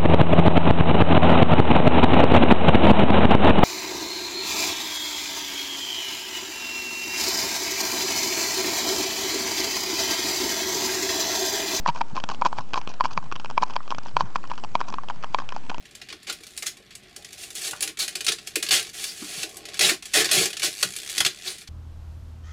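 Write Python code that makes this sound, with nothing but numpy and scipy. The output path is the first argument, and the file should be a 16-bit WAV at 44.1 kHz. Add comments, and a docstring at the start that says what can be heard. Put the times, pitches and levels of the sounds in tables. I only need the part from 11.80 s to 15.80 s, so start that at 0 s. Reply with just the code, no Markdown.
"""Horse walking on concrete

A horse walks away along a driveway in quick clip-clop pairs. Each landing rings the hollow
hoof near 1 kHz and clicks on the hard surface; between blows the hooves tap lightly and
scuff grit. The yard returns a faint echo. Underneath lie a low, steady bed of outdoor
noise and a few soft bass thumps."""
import sys
import numpy as np
from scipy import signal
from scipy.io import wavfile
from scipy.ndimage import uniform_filter1d

SR = 44100
rng = np.random.default_rng(int(sys.argv[2]) if len(sys.argv) > 2 else 0)


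def inscribe(sig):
    """Save sig as 16-bit PCM at rate SR to the path in sys.argv[1].

    A 1-D sig is mono; a 2-D sig holds one channel per row.
    Samples are clipped to [-1, 1] before scaling.
    """
    pcm = np.round(np.clip(np.atleast_2d(sig).T, -1, 1) * 32767)
    wavfile.write(sys.argv[1], SR, pcm.astype(np.int16))


N = 176400

# Levels in all tables are relative.
# Tone of the outdoor bed: f/Hz, level/dB
AIR_EQ = [(25, -15.5), (80, 3), (260, 0), (350, -7.5), (520, -10), (1350, -12.5), (2000, -19),
          (3800, -23.5), (8000, -28.5)]
# Soft low thumps: centre t/s, length/s, level/dB, f/Hz
LOW_THUMPS = [(.095, .05, -27, 166), (0.333, 0.0235, -27.5, 128), (.795, .04, -31, 167.3),
              (1.38, 0.0435, -29, 162), (2.359, 0.11, -33.5, 109.7), (2.442, 0.095, -30.5, 141.3)]
# Reverb time of the yard: f/Hz, t60/s
YARD_DECAY = [(1000, 0.51), (8000, 0.2)]
# Hooves sliding on grit: start t/s, length/s, level/dB
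SLIDES = [(0.068,0.038,-30),(0.143,0.051,-42),(0.344,0.051,-40),(0.504,0.054,-49),(0.641,0.036,-34.5),(0.757,0.032,-46.5),(0.945,0.054,-40),(1.08,0.035,-45.5),(1.245,.023,-35),(1.302,0.043,-42),(1.813,0.028,-36.5),(2.245,0.052,-45),(2.384,0.048,-41),(2.987,0.041,-43.5),(3.075,0.033,-41.5),(3.57,.06,-45.5)]
# Tone of crunching grit: f/Hz, level/dB
GRIT_EQ = [(1500, -1), (2000, -19), (2450, 6.5), (3250, 1.5), (3650, -3), (4500, 1), (5700, -1), (6350, -4),
           (8300, -20.5)]
# Tone of the rubbed hoof: f/Hz, level/dB
RUB_EQ = [(220, -14), (450, -23.5), (1030, -3.5), (1250, -15), (1600, -18), (2100, -36), (5000, -43)]
# Light taps of a toe or rim as a hoof lifts or settles: t/s, ring level/dB, tick level/dB
RIM_TAPS = [(0.0968,-16.5,-36.5),(0.1606,-24.5,-33),(0.2098,-13,-32),(0.3572,-27,-36.5),(0.3659,-20,-27),(0.4004,-30.5,-30.5),(0.4392,-21.5,-23),(0.4897,-18,-23),(0.4991,-21.5,-27.5),(.5146,-22.5,-39.5),(0.5469,-37,-33),(0.6144,-22,-29),(0.6506,-19,-23),(0.6689,-19.5,-36),(0.7807,-32.5,-32.5),(0.7921,-24,-34),(.802,-27.5,-52),(0.9347,-25,-23.5),(0.9576,-17.5,-39),(1.0145,-28,-34),(1.0751,-27,-25),(1.0997,-29,-39),(1.1395,-37,-36.5),(1.2015,-20.5,-41.5),(1.24,-30,-25.5),(1.3855,-26,-53),(1.5155,-23,-35.5),(1.5236,-20,-26),(1.5561,-35,-32),(1.5618,-24.5,-29.5),(1.5987,-33.5,-32.5),(1.647,-24.5,-31),(1.6591,-28.5,-34),(1.7009,-28,-32),(1.711,-24.5,-35.5),(1.774,-23.5,-51.5),(1.899,-24.5,-39.5),(1.9052,-27.5,-33),(1.936,-41,-35),(1.9572,-21.5,-29.5),(2.0053,-26,-61),(2.0783,-31,-36),(2.106,-32.5,-27.5),(2.1144,-17.5,-31),(2.1477,-38.5,-31.5),(2.184,-38,-26.5),(2.2608,-25,-41),(2.4023,-27,-33.5),(2.5615,-23.5,-23),(2.6402,-26.5,-39.5),(2.6524,-32,-44),(2.7,-39,-33),(2.7072,-30.5,-39),(2.7353,-31,-37),(2.7786,-33,-32.5),(2.8375,-23.5,-30),(2.8471,-24.5,-35),(3.0051,-30,-27.5),(3.1258,-24,-34.5),(3.1407,-21.5,-28.5),(3.1843,-15.5,-41),(3.2355,-27.5,-45),(3.2862,-38,-32.5),(3.3073,-23,-35),(3.427,-41.5,-33),(3.4371,-21.5,-33.5),(3.4434,-19.5,-31.5),(3.5866,-17,-26.5),(3.6012,-22.5,-36.5),(3.6906,-41,-28.5),(3.7231,-21,-33),(3.764,-18.5,-32),(3.8971,-24.5,-26.5),(3.9011,-24.5,-29),(3.9154,-21,-42),(3.9452,-22,-33),(3.9824,-39,-31.5)]
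# Tone of a tap's dry tick: f/Hz, level/dB
TICK_EQ = [(200, 4), (600, -0.5), (1500, 4.5), (2000, -10.5), (2500, 3), (3250, 0), (3700, -10), (4500, -6),
           (5600, -7), (8300, -25)]
# Hooves landing flat under load: t/s, ring level/dB, click level/dB, ring f/Hz, ring t60/s
LANDINGS = [(0.0614,-6,-30,990,.015),(0.0838,-18.5,-27,938,.025),(0.0894,-11.5,-29,962,0.039),(0.2139,-10,-17.5,900,0.021),(0.3766,-17.5,-32,1046,0.034),(0.6205,-7.5,-24,964,0.019),(0.656,-9,-24.5,966,0.028),(0.662,-7,-23,990,0.019),(0.7289,-14.5,-26.5,936,0.012),(0.7859,-13,-26.5,910,0.013),(0.9419,-21.5,-17.5,1080,0.06),(0.9766,-11,-24.5,1010,0.019),(1.2081,-7,-22.5,1007,0.032),(1.247,-16.5,-27.5,930,0.023),(1.2549,-11,-28,1010,0.019),(1.3763,-9,-20.5,1060,0.016),(1.7784,-4,-17.5,1000,0.016),(1.8243,-16,-22.5,1001,0.047),(1.8311,-6,-32,985,0.016),(1.9642,-9.5,-20.5,988,0.019),(2.1226,-13.5,-37,1000,0.018),(2.3676,-4.5,-17.5,987,0.016),(2.4078,-7.5,-21.5,1006,0.02),(2.5577,-6,-26.5,1095,0.0083),(2.715,-13,-29,985,0.013),(2.9537,-3.5,-17,977,.012),(3.0131,-11.5,-23.5,1006,0.016),(3.3003,-15.5,-33.5,994,.015),(3.5462,-6.5,-15.5,1010,.015)]
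# Tone of a landing's click: f/Hz, level/dB
CLICK_EQ = [(190, 0.5), (450, -4.5), (1550, 2), (2020, -9.5), (2330, 6), (2850, -10.5), (3200, 0),
            (3600, -10), (3900, -6), (4200, -16), (4500, -4), (5600, -21.5), (8300, -32.5)]


def amp(db):
    """Decibels to gain."""
    return 10 ** (np.asarray(db) / 20)


def unit(x):
    """Scales to rms 1."""
    return x / np.sqrt(np.mean(x ** 2) + 1e-20)


def curve_at(points, hz):
    """Reads a curve on a log-frequency axis."""
    f, value = np.transpose(points)
    return np.interp(np.log(hz + 1), np.log(f + 1), value)


def add(mix, s, sound):
    """Mixes a sound in at s seconds."""
    part = mix[max(round(s * SR), 0):][:len(sound)]
    part += sound[:len(part)]


def equalise(x, points, size=2048):
    """Minimum-phase EQ of unit energy that follows the given curve."""
    log_gain = np.log(amp(curve_at(points, abs(np.fft.fftfreq(size, 1 / SR)))))
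    response = np.exp(np.conj(signal.hilbert(log_gain)))
    impulse = np.fft.ifft(response).real[:size // 2]
    return signal.oaconvolve(x, impulse / np.linalg.norm(impulse))[:N]


def drift(count, span):
    """Random modulation of rms 1, smoothed over span points."""
    return unit(uniform_filter1d(rng.standard_normal(count), span))


def patches(shape, rows, columns):
    """A random grid of rms 1, blurred into patches of rows by columns."""
    blurred = uniform_filter1d(rng.standard_normal(shape), rows, axis=0)
    return unit(uniform_filter1d(blurred, columns, axis=1))


def air(level_db=-46.5, patch_db=2.4, swell_db=-0.5, size=1024):
    """Distant outdoor noise, mostly bass, drifting slightly in tone and level."""
    hop = size // 4
    frames, hz = N // hop + 5, np.fft.rfftfreq(size, 1 / SR)
    real, imag = rng.standard_normal((2, frames, len(hz)))
    tone_db = curve_at(AIR_EQ, hz) + patch_db * patches(real.shape, 14, 10)
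    spectrum = (real + 1j * imag) * amp(tone_db + swell_db * drift(frames, 80)[:, None])
    bed = signal.istft(spectrum.T, nperseg=size, noverlap=size - hop)[1][:N]
    return amp(level_db) * unit(bed)


def thumps(wander_hz=35):
    """Short, dull swells of bass with a wavering pitch."""
    out = np.zeros(N)
    for s, length, db, hz in LOW_THUMPS:
        count = round(length * SR)
        cycles = np.cumsum(hz + wander_hz * drift(SR, SR // 100)[:count]) / SR
        add(out, s - length / 2, amp(db) * np.hanning(count) * np.sin(2 * np.pi * cycles))
    return out


def yard(x, echo_s=0.098, smear_s=0.0098, echo_db=-25, tail_db=-25.5, damping_hz=2000):
    """Trees and buildings throw back a soft echo and a thin reverb tail."""
    t = np.arange(SR) / SR
    echo, tail = rng.standard_normal((2, SR)) * (rng.random((2, SR)) < 0.1)  # sparse reflections
    hz, age, spectrum = signal.stft(tail, SR, nperseg=256)
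    decay = np.exp(-np.log(1000) * age / curve_at(YARD_DECAY, hz)[:, None])
    tail = signal.istft(spectrum * decay, SR)[1][:SR]
    echo *= np.exp(-((t - echo_s) / smear_s) ** 2)
    reflections = amp(tail_db) * unit(tail) + amp(echo_db) * unit(echo)
    darkened = signal.lfilter(*signal.butter(1, damping_hz, fs=SR), reflections)
    return signal.fftconvolve(x, darkened / np.sqrt(SR))[:N]


def pavement(x, depth_db):
    """Every spot of the pavement colours the sound a little differently."""
    spectrum = signal.stft(x, nperseg=256)[2]
    gain = unit(amp(depth_db * patches(spectrum.shape, 4, 4)))
    return signal.istft(spectrum * gain, nperseg=256)[1][:N]


def grit(grains_per_s=6200, spread_db=8):
    """Grains of grit: tiny random impacts of uneven size."""
    size = amp(spread_db * np.minimum(rng.exponential(1, N), 4))
    return unit(size * rng.choice([-1, 1], N) * (rng.random(N) < grains_per_s / SR))


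def scuffs(scrapes_per_s=38, scrape_s=0.011, brush_s=0.03, clump_db=2, clump_s=0.0034):
    """Grit crunches under a sliding hoof and stirs its ring; faint scrapes fall in between."""
    scrapes = rng.random(N) < scrapes_per_s / SR
    pressure = amp(-60) * unit(np.convolve(scrapes, np.hanning(round(scrape_s * SR)), "same"))
    for s, length, db in SLIDES:
        add(pressure, s, amp(db - 4) * signal.windows.tukey(round(length * SR), 0.35))
    for s, ring_db, *_ in LANDINGS:  # the sole brushes the ground as it lands
        add(pressure, s - brush_s / 2, amp(ring_db - 39) * np.hanning(round(brush_s * SR)))
    pressure *= unit(amp(clump_db * drift(N, round(clump_s * SR))))  # the hoof catches and slips
    crunch = equalise(pressure * grit(), GRIT_EQ)
    rub = equalise(pressure * grit(), RUB_EQ)
    return pavement(crunch + amp(5.5) * rub, depth_db=3.5)


def mode(t, hz, t60):
    """A struck resonance that falls 60 dB in t60 seconds."""
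    return np.sin(2 * np.pi * hz * t) * np.exp(-np.log(1000) * t / t60)


def hoof_strike(hz, t60, roughness, crunch_s, attack_s=0.00022, chatter_s=0.0037):
    """One contact: the ring of the hollow hoof, which grates as it settles, and a gritty click."""
    t = np.arange(SR // 20) / SR
    chatter, crunch = rng.standard_normal((2, len(t)))
    upper_hz = hz * 1.65 * (1 + 0.071 * crunch[-1])  # shifts with the point of contact
    ring = mode(t, hz, t60) - amp(-12) * mode(t, upper_hz, t60=0.0048)
    ring *= 1 - np.exp(-t / attack_s)
    chatter *= np.exp(-t / chatter_s)
    grating = signal.fftconvolve(ring, chatter / np.linalg.norm(chatter))[:len(t)]
    rough_ring = np.std(ring) * unit(ring + roughness * grating)
    click = signal.unit_impulse(len(t)) + 0.24 * crunch * np.exp(-t / crunch_s)
    return rough_ring, click / np.linalg.norm(click)


def hooves(tap_hz=1000, tick_s=0.0021, low_cut_hz=540):
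    """A hoof landing under load clops and clacks; a touch of its rim gives a short ring and a dry tick."""
    rings, clicks, ticks = np.zeros((3, N))
    for s, ring_db, click_db, hz, t60 in LANDINGS:
        ring, click = hoof_strike(hz, t60, roughness=0.23, crunch_s=0.00096)
        add(rings, s, amp(ring_db + 3) * ring)
        add(clicks, s, amp(click_db + 19) * click)
    for s, ring_db, tick_db in RIM_TAPS:
        hz = rng.lognormal(np.log(tap_hz), 0.085)  # each tap meets another part of the rim
        crunch_s = rng.lognormal(np.log(tick_s), 0.65)  # and crushes more or less grit
        ring, tick = hoof_strike(hz, t60=0.013, roughness=0.6, crunch_s=crunch_s)
        add(rings, s, amp(ring_db + 4.5) * ring)
        add(ticks, s, amp(tick_db + 20.5) * tick)
    # A hoof radiates little bass.
    body = signal.lfilter(*signal.butter(1, low_cut_hz, "high", fs=SR), rings)
    transients = equalise(clicks, CLICK_EQ) + equalise(ticks, TICK_EQ)
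    return body + pavement(transients, depth_db=1.5)


def scene():
    """The mono mix: the horse and its echo over the thumps and the outdoor bed."""
    horse = hooves() + scuffs()
    return (horse + yard(horse) + thumps() + air())[None]


def record(dry, bass_cut_hz=110, treble_cut_hz=8150, dc_offset=-0.075):
    """A small microphone with thin bass, a steep band limit and a constant electrical offset."""
    thin = signal.lfilter(*signal.butter(1, bass_cut_hz, "high", fs=SR), dry)
    lowpass = signal.firwin(301, treble_cut_hz, window=("kaiser", 7), fs=SR)
    return dc_offset + signal.oaconvolve(thin, lowpass[None], "same")


dry = scene()
out = record(dry)
inscribe(out)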